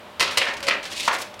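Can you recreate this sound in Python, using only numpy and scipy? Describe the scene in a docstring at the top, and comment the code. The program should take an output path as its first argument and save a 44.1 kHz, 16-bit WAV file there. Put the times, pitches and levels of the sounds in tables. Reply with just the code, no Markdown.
"""A computer fan hums in a small room from start to end. In the first 0.7 s a cat swats a sheet of paper on a
printer three times: each blow slaps the sheet, thumps the printer and makes its plastic lid and the sheet ring,
and the sheet wobbles and crinkles. From 0.8 s the sheet slides off with a hiss. Near 1.1 s it lands edge first
on the paper tray, which rings, then scrapes on to the desk. The room echoes every paper sound."""
import sys
import numpy as np
from scipy import signal
from scipy.fft import rfft, irfft, next_fast_len
from scipy.io import wavfile
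from scipy.ndimage import map_coordinates

SR = 44100
rng = np.random.default_rng(int(sys.argv[2]) if len(sys.argv) > 2 else 0)


def pcm_store(signal):
    """Save signal as 16-bit PCM."""
    levels = np.round(np.clip(np.atleast_2d(signal), -1, 1) * 32767)
    wavfile.write(sys.argv[1], SR, levels.astype(np.int16).T)


N = 61739

# A "colour" says how strong low and high pitches are; a "fade" is the time taken to drop by 60 dB.
# the fan's rushing air (frequency [Hz], relative level [dB])
FAN_COLOUR = [(20, -42), (40, -23), (62, -7), (95, -2.5), (150, -11.5), (210, -4.5), (320, -8.5), (500, -3),
              (950, -3), (1450, -9.5), (2200, -11.5), (3000, -11.5), (6200, -27), (16000, -35.5)]
# the fan's hum (frequency [Hz], average level [dB])
FAN_TONES = [(199.2, -60.5), (344.5, -62), (602.9, -51)]
# how long the room echoes (frequency [Hz], fade [s])
ECHO_FADES = [(150, 1), (600, 0.41), (2000, 0.33), (5000, .33), (14000, 0.3)]
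# the echo's colour (frequency [Hz], relative level [dB])
ECHO_COLOUR = [(100, 0), (600, 5), (2500, 3), (6000, -1.5), (14000, -4)]
# the lid singing under the dragged sheet (time [s], level [dB])
DRAG_LEVELS = [(.62, -47), (.64, -35.5), (.672, -29.5), (.7, -42)]
# the printer's body taking each blow (time [s], level [dB], frequency [Hz])
BODY_THUMPS = [(.203, -46, 86), (0.38, -44, 98), (0.682, -68, 198), (1.08, -37, 228)]
# ringing tones after the swats and of the tray (frequency [Hz], level relative to the blow [dB], fade [s]);
# after the swats the lower tones are the lid's and those from 2 kHz up are the sheet's
SWAT_TONES = [(345.4, -30, 0.13), (490.5, -15, 0.046), (549.7, -24.5, 0.56), (1046, -18.5, 0.06),
              (2045, -7, 0.073), (2780, -16, 0.061), (4265, -12, 0.027)]
TRAY_TONES = [(548, -21, 0.46), (872, -13, 0.2), (932, -9.5, 0.2), (1220, -10.5, 0.14), (1315, -7, 0.077),
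              (1690, -11.5, 0.23)]
# small crinkles and scuffs (time [s], level [dB], fade [s])
CRINKLES = [(0.2345, -18.5, 0.011), (0.309, -30.5, 0.29), (.454, -25, 0.014), (0.5333, -34.5, 0.038),
            (.538, -36, 0.068), (0.568, -32, 0.098), (0.6042, -32.5, .03), (0.6277, -27.5, 0.13),
            (0.6397, -41, 0.046), (0.8286, -33, 0.13), (0.8533, -31, 0.099), (.8998, -40, 0.046),
            (0.9136, -36.5, 0.27), (1.062, -29.5, 0.05), (1.34, -35, 0.033), (1.392, -36, 0.13)]
# the sheet sliding over the lid, then scraping over tray and desk (time [s], level [dB])
SLIDE_LEVELS = [(.81, -80), (.84, -42), (.895, -47), (.925, -29), (.955, -41.5), (.98, -31.5),
                (1.04, -31.5), (1.075, -34.5), (1.095, -39)]
SCRAPE_LEVELS = [(1.11, -66), (1.13, -36.5), (1.162, -36), (1.175, -42), (1.2, -32), (1.222, -35),
                 (1.24, -50), (1.26, -77)]
# blows on tray and lid (time [s], level [dB], rise [s], fade [s], treble tilt [dB per octave])
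TRAY_HITS = [(1.0772, -12.5, 0.0019, 0.056, 2.5), (1.103, -25, 0.01, 0.079, -0.5),
             (1.126, -25, 0.0091, 0.13, -2.5), (1.148, -25.5, 0.002, 0.064, 5.5)]
LID_SLAPS = [(.1966, -20, 0.00016, 0.081, 2), (.2022, -16, 0.0014, 0.089, 1.5),
             (.2075, -11.5, 0.0029, 0.043, -1), (.218, -22, 0.0013, 0.067, 1.5),
             (.225, -17, 0.0021, 0.062, 1.5), (.372, -10.5, 0.0022, 0.053, 1.5),
             (.381, -12.5, 0.00067, 0.037, 3.5), (.6678, -22.5, 0.0012, 0.051, 0.5),
             (.677, -16.5, 0.0076, 0.048, -0.5), (.6838, -14, 0.0018, 0.039, -0.5)]
# the sheet flexing (time [s], level [dB], rise [s], fade [s], resonance [Hz], its boost [dB])
SHEET_FLAPS = [(0.237, -29, 0.01, 0.41, 3870, 9), (0.27, -27.5, 0.0089, 0.27, 4000, 6),
               (0.397, -26.5, 0.0028, 0.091, 3530, 20), (0.409, -17, 0.0099, 0.12, 2640, 11.5),
               (0.461, -23, 0.0092, 0.16, 2100, 5.5), (.48, -24.5, 0.0062, 0.17, 1960, 5),
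               (0.694, -20, 0.0045, 0.068, 2650, 14.5), (0.7085, -17, 0.0016, 0.13, 2240, 13),
               (.73, -25.5, .008, 0.089, 1880, 8.5)]
# the colour of each paper sound (frequency [Hz], relative level [dB])
CRINKLE_COLOUR = [(200, -5), (1000, 3.5), (2500, 8), (5000, 2.5), (9000, -7), (16000, -22.5)]
SLIDE_COLOUR = [(88, -51), (150, -32), (348, 1.5), (406, -24), (466, -14), (1420, -17), (1940, -0.5),
                (3700, 3), (9260, -9.5), (16000, -29)]
SCRAPE_COLOUR = [(200, -17), (1000, -14), (3000, 3.5), (6000, 0), (10000, -6.5), (16000, -18)]
LANDING_COLOUR = [(70, -48), (130, -26), (220, -16.5), (350, -14), (560, -3), (720, -7), (950, -1),
                  (1250, -1.5), (1550, -1), (1900, 1), (2450, -2.5), (3200, -9), (5800, -17.5),
                  (9000, -33.5), (16000, -51)]
FLAP_COLOUR = [(90, -45), (160, -24), (220, -10.5), (330, -7.5), (530, -0.5), (800, -1.5), (1100, -1),
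               (2000, -1.5), (3500, -7), (5000, -11), (6400, -17.5), (13000, -41), (16000, -42)]
SLAP_COLOUR = [(47, -53), (80, -22), (227, -14.5), (471, -6.5), (734, -6.5), (1050, -0.5), (1700, -4.5),
               (1990, 0.5), (2220, 0), (2780, -1), (3540, -7), (4140, -0.5), (6310, -12.5), (10300, -19.5),
               (11200, -26.5), (14600, -30.5), (16000, -38)]

FAN_DB, HUM_WAVER_DB, HUM_WAVER_RAD = -43.5, 1.7, 0.3
ECHO_DB, ECHO_BUILD_S = -8, 0.011
DRAG_HZ, DRAG_WAVER_RAD = 556, 0.3
RATTLE_PER_S, RATTLE_RAD = 70, 1
GRAINS_PER_S, HIT_GRAIN_DB, SLIDE_GRAIN_DB = 1200, 1.5, 2.5
GRIT_PER_S, GRIT_DB, GRIT_FADE_S = 240, -12, 0.0041
FLUTTER_PER_S, FLUTTER_DB = 90, 3.5
KNOCK_S, KNOCK_HZ, KNOCK_DB, KNOCK_WIDTH_S = 1.0795, 1123, -4, 0.0007
FLAP_WIDTH_OCTAVES = 0.8
TILT_FROM_HZ = 610  # a blow's hardness changes only the treble
CEILING, CEILING_HARDNESS, TOP_HZ = 0.75, 3, 16000


def gain(db):
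    """Turn decibels into a number to multiply by."""
    return 10 ** (np.asarray(db) / 20)


def normalise(x):
    """Scale x to an average (rms) size of 1."""
    return x / np.sqrt(np.mean(x ** 2) + 1e-20)


def look_up(table, hz):
    """Read between the rows of a (frequency, value) table, on a pitch scale."""
    frequencies, values = np.transpose(table)
    return np.interp(np.log(hz + 1), np.log(frequencies + 1), values)


def clock():
    """The time of each sample in seconds."""
    return np.arange(N) / SR


def loudness_curve(rows):
    """A gain that follows (time, level) rows and is silent outside them."""
    times, db = np.transpose(rows)
    t = clock()
    return (t >= times[0]) * (t <= times[-1]) * gain(np.interp(t, times, db))


def wobble(per_s):
    """A curve that glides to a new random value per_s times a second."""
    return map_coordinates(rng.standard_normal(N), [clock() * per_s], order=1)


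def filtered(x, gain_at):
    """Scale each frequency in x by gain_at(hz)."""
    size = next_fast_len(N + SR // 4)
    hz = np.fft.rfftfreq(size, 1 / SR)
    return irfft(rfft(x, size) * gain_at(hz), size)[:N]


def noise(colour, grain_db=0, tilt=0):
    """Coloured noise of size 1; grain_db clumps it into tiny grains and tilt brightens it."""
    grains = rng.standard_normal(N) * gain(grain_db * wobble(GRAINS_PER_S))
    tilt_db = lambda hz: tilt * np.log2(np.maximum(hz, TILT_FROM_HZ))
    return normalise(filtered(grains, lambda hz: gain(look_up(colour, hz) + tilt_db(hz))))


def strike(start, rise_s, fade_s):
    """The loudness of one hit: it climbs in a straight line, then dies away."""
    t = clock() - start
    return np.clip(t / rise_s, 0, 1) * gain(-60 * np.maximum(t - rise_s, 0) / fade_s)


def fan():
    """The fan makes a steady rush of air and slightly wavering tones."""
    hum = np.zeros(N)
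    for hz, db in FAN_TONES:
        height = gain(db + HUM_WAVER_DB * wobble(per_s=10.6)) * np.sqrt(2)
        hum += height * np.sin(2 * np.pi * hz * clock() + HUM_WAVER_RAD * wobble(per_s=10.1))
    return gain(FAN_DB) * noise(FAN_COLOUR) + hum


def room_echo(x):
    """The room answers x with a blurred echo that builds quickly and dies sooner in the treble."""
    hz, t, spectrum = signal.stft(rng.standard_normal(SR * 3 // 4), SR, nperseg=256)
    fading = gain(-60 * t / look_up(ECHO_FADES, hz)[:, None])
    colour = gain(look_up(ECHO_COLOUR, hz))[:, None]
    tail = signal.istft(spectrum * fading * colour, SR, nperseg=256)[1]
    tail *= 1 - np.exp(-np.arange(len(tail)) / SR / ECHO_BUILD_S)
    return signal.fftconvolve(x, tail / np.linalg.norm(tail))[:N]


def lid_drag():
    """The lid sings briefly as the sheet is dragged over it."""
    waver = DRAG_WAVER_RAD * wobble(RATTLE_PER_S)
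    return loudness_curve(DRAG_LEVELS) * np.sin(2 * np.pi * DRAG_HZ * clock() + waver)


def body_thumps():
    """The printer's body takes each blow with a low tone that dies quickly."""
    out = np.zeros(N)
    for start, db, hz in BODY_THUMPS:
        tone = np.sin(2 * np.pi * hz * (clock() - start))
        out += gain(db) * strike(start, rise_s=0.004, fade_s=0.084) * tone
    return out


def blow_ring(blows, tones):
    """Every blow feeds the struck things' own tones; they ring unevenly."""
    out = np.zeros(N)
    for hz, tone_db, fade in tones:
        energy = sum((gain(db) * strike(start, rise, fade)) ** 2 for start, db, rise, _, _ in blows)
        rattle = RATTLE_RAD * wobble(RATTLE_PER_S)
        out += gain(tone_db) * np.sqrt(energy) * np.sin(2 * np.pi * hz * clock() + rattle)
    return out


def crinkles():
    """The sheet gives short bright ticks as it bends and catches."""
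    ticks = sum(gain(db) * strike(start, rise_s=0.00091, fade_s=fade) for start, db, fade in CRINKLES)
    return ticks * noise(CRINKLE_COLOUR, HIT_GRAIN_DB)


def grit():
    """The paper's edge catches at random on the textured plastic, each time with a tiny hiss."""
    catches = (rng.random(N) < GRIT_PER_S / SR) * (0.5 + rng.random(N))
    t = np.arange(SR // 50) / SR
    fading_catches = signal.fftconvolve(catches, gain(-60 * t / GRIT_FADE_S))[:N]
    return normalise(fading_catches * noise(CRINKLE_COLOUR))


def sliding():
    """The sheet rubs over plastic and desk; its hiss flutters as it sticks and slips."""
    slide, scrape = loudness_curve(SLIDE_LEVELS), loudness_curve(SCRAPE_LEVELS)
    hiss = slide * noise(SLIDE_COLOUR, SLIDE_GRAIN_DB) + scrape * noise(SCRAPE_COLOUR, SLIDE_GRAIN_DB)
    flutter = gain(FLUTTER_DB * wobble(FLUTTER_PER_S))
    return hiss * flutter + gain(GRIT_DB) * (slide + scrape) * grit()


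def paper_hits(blows, colour):
    """Paper hitting plastic makes one burst of noise for each blow."""
    return sum(gain(db) * strike(start, rise, fade) * noise(colour, HIT_GRAIN_DB, tilt)
               for start, db, rise, fade, tilt in blows)


def landing():
    """The sheet's stiff edge knocks on the tray and the sheet buckles."""
    t = clock() - KNOCK_S
    knock = gain(KNOCK_DB) * np.exp(-(t / KNOCK_WIDTH_S) ** 2) * np.sin(2 * np.pi * KNOCK_HZ * t)
    return knock + paper_hits(TRAY_HITS, LANDING_COLOUR)


def flaps():
    """Each flex is a puff of noise with one boosted pitch, mostly lower each time as the sheet relaxes."""
    out = np.zeros(N)
    for start, db, rise, fade, peak_hz, boost_db in SHEET_FLAPS:
        bump = lambda hz: np.exp(-(np.log2((hz + 1) / peak_hz) / FLAP_WIDTH_OCTAVES) ** 2)
        puff = filtered(noise(FLAP_COLOUR, HIT_GRAIN_DB), lambda hz: gain(boost_db * bump(hz)))
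        out += gain(db) * strike(start, rise, fade) * normalise(puff)
    return out


def swats():
    """The paw claps the sheet on to the lid; the sheet flexes afterwards."""
    return paper_hits(LID_SLAPS, SLAP_COLOUR) + flaps()


def scene():
    """Add up the paper sounds with their echoes, the printer and the fan."""
    paper_sounds = [swats(), crinkles(), sliding(), landing()]
    paper = sum(sound + gain(ECHO_DB) * room_echo(sound) for sound in paper_sounds)
    lid = blow_ring(LID_SLAPS, SWAT_TONES)
    tray = blow_ring(TRAY_HITS[:1], TRAY_TONES)  # only the first hit rings the tray
    printer = lid + tray + body_thumps() + lid_drag()
    return (paper + printer + fan())[None]


def record(dry):
    """The microphone rounds off the highest peaks, and everything above TOP_HZ is cut."""
    squeeze = (1 + np.abs(dry[0] / CEILING) ** CEILING_HARDNESS) ** (1 / CEILING_HARDNESS)
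    return filtered(dry[0] / squeeze, lambda hz: hz < TOP_HZ)[None]


dry = scene()
out = record(dry)
pcm_store(out)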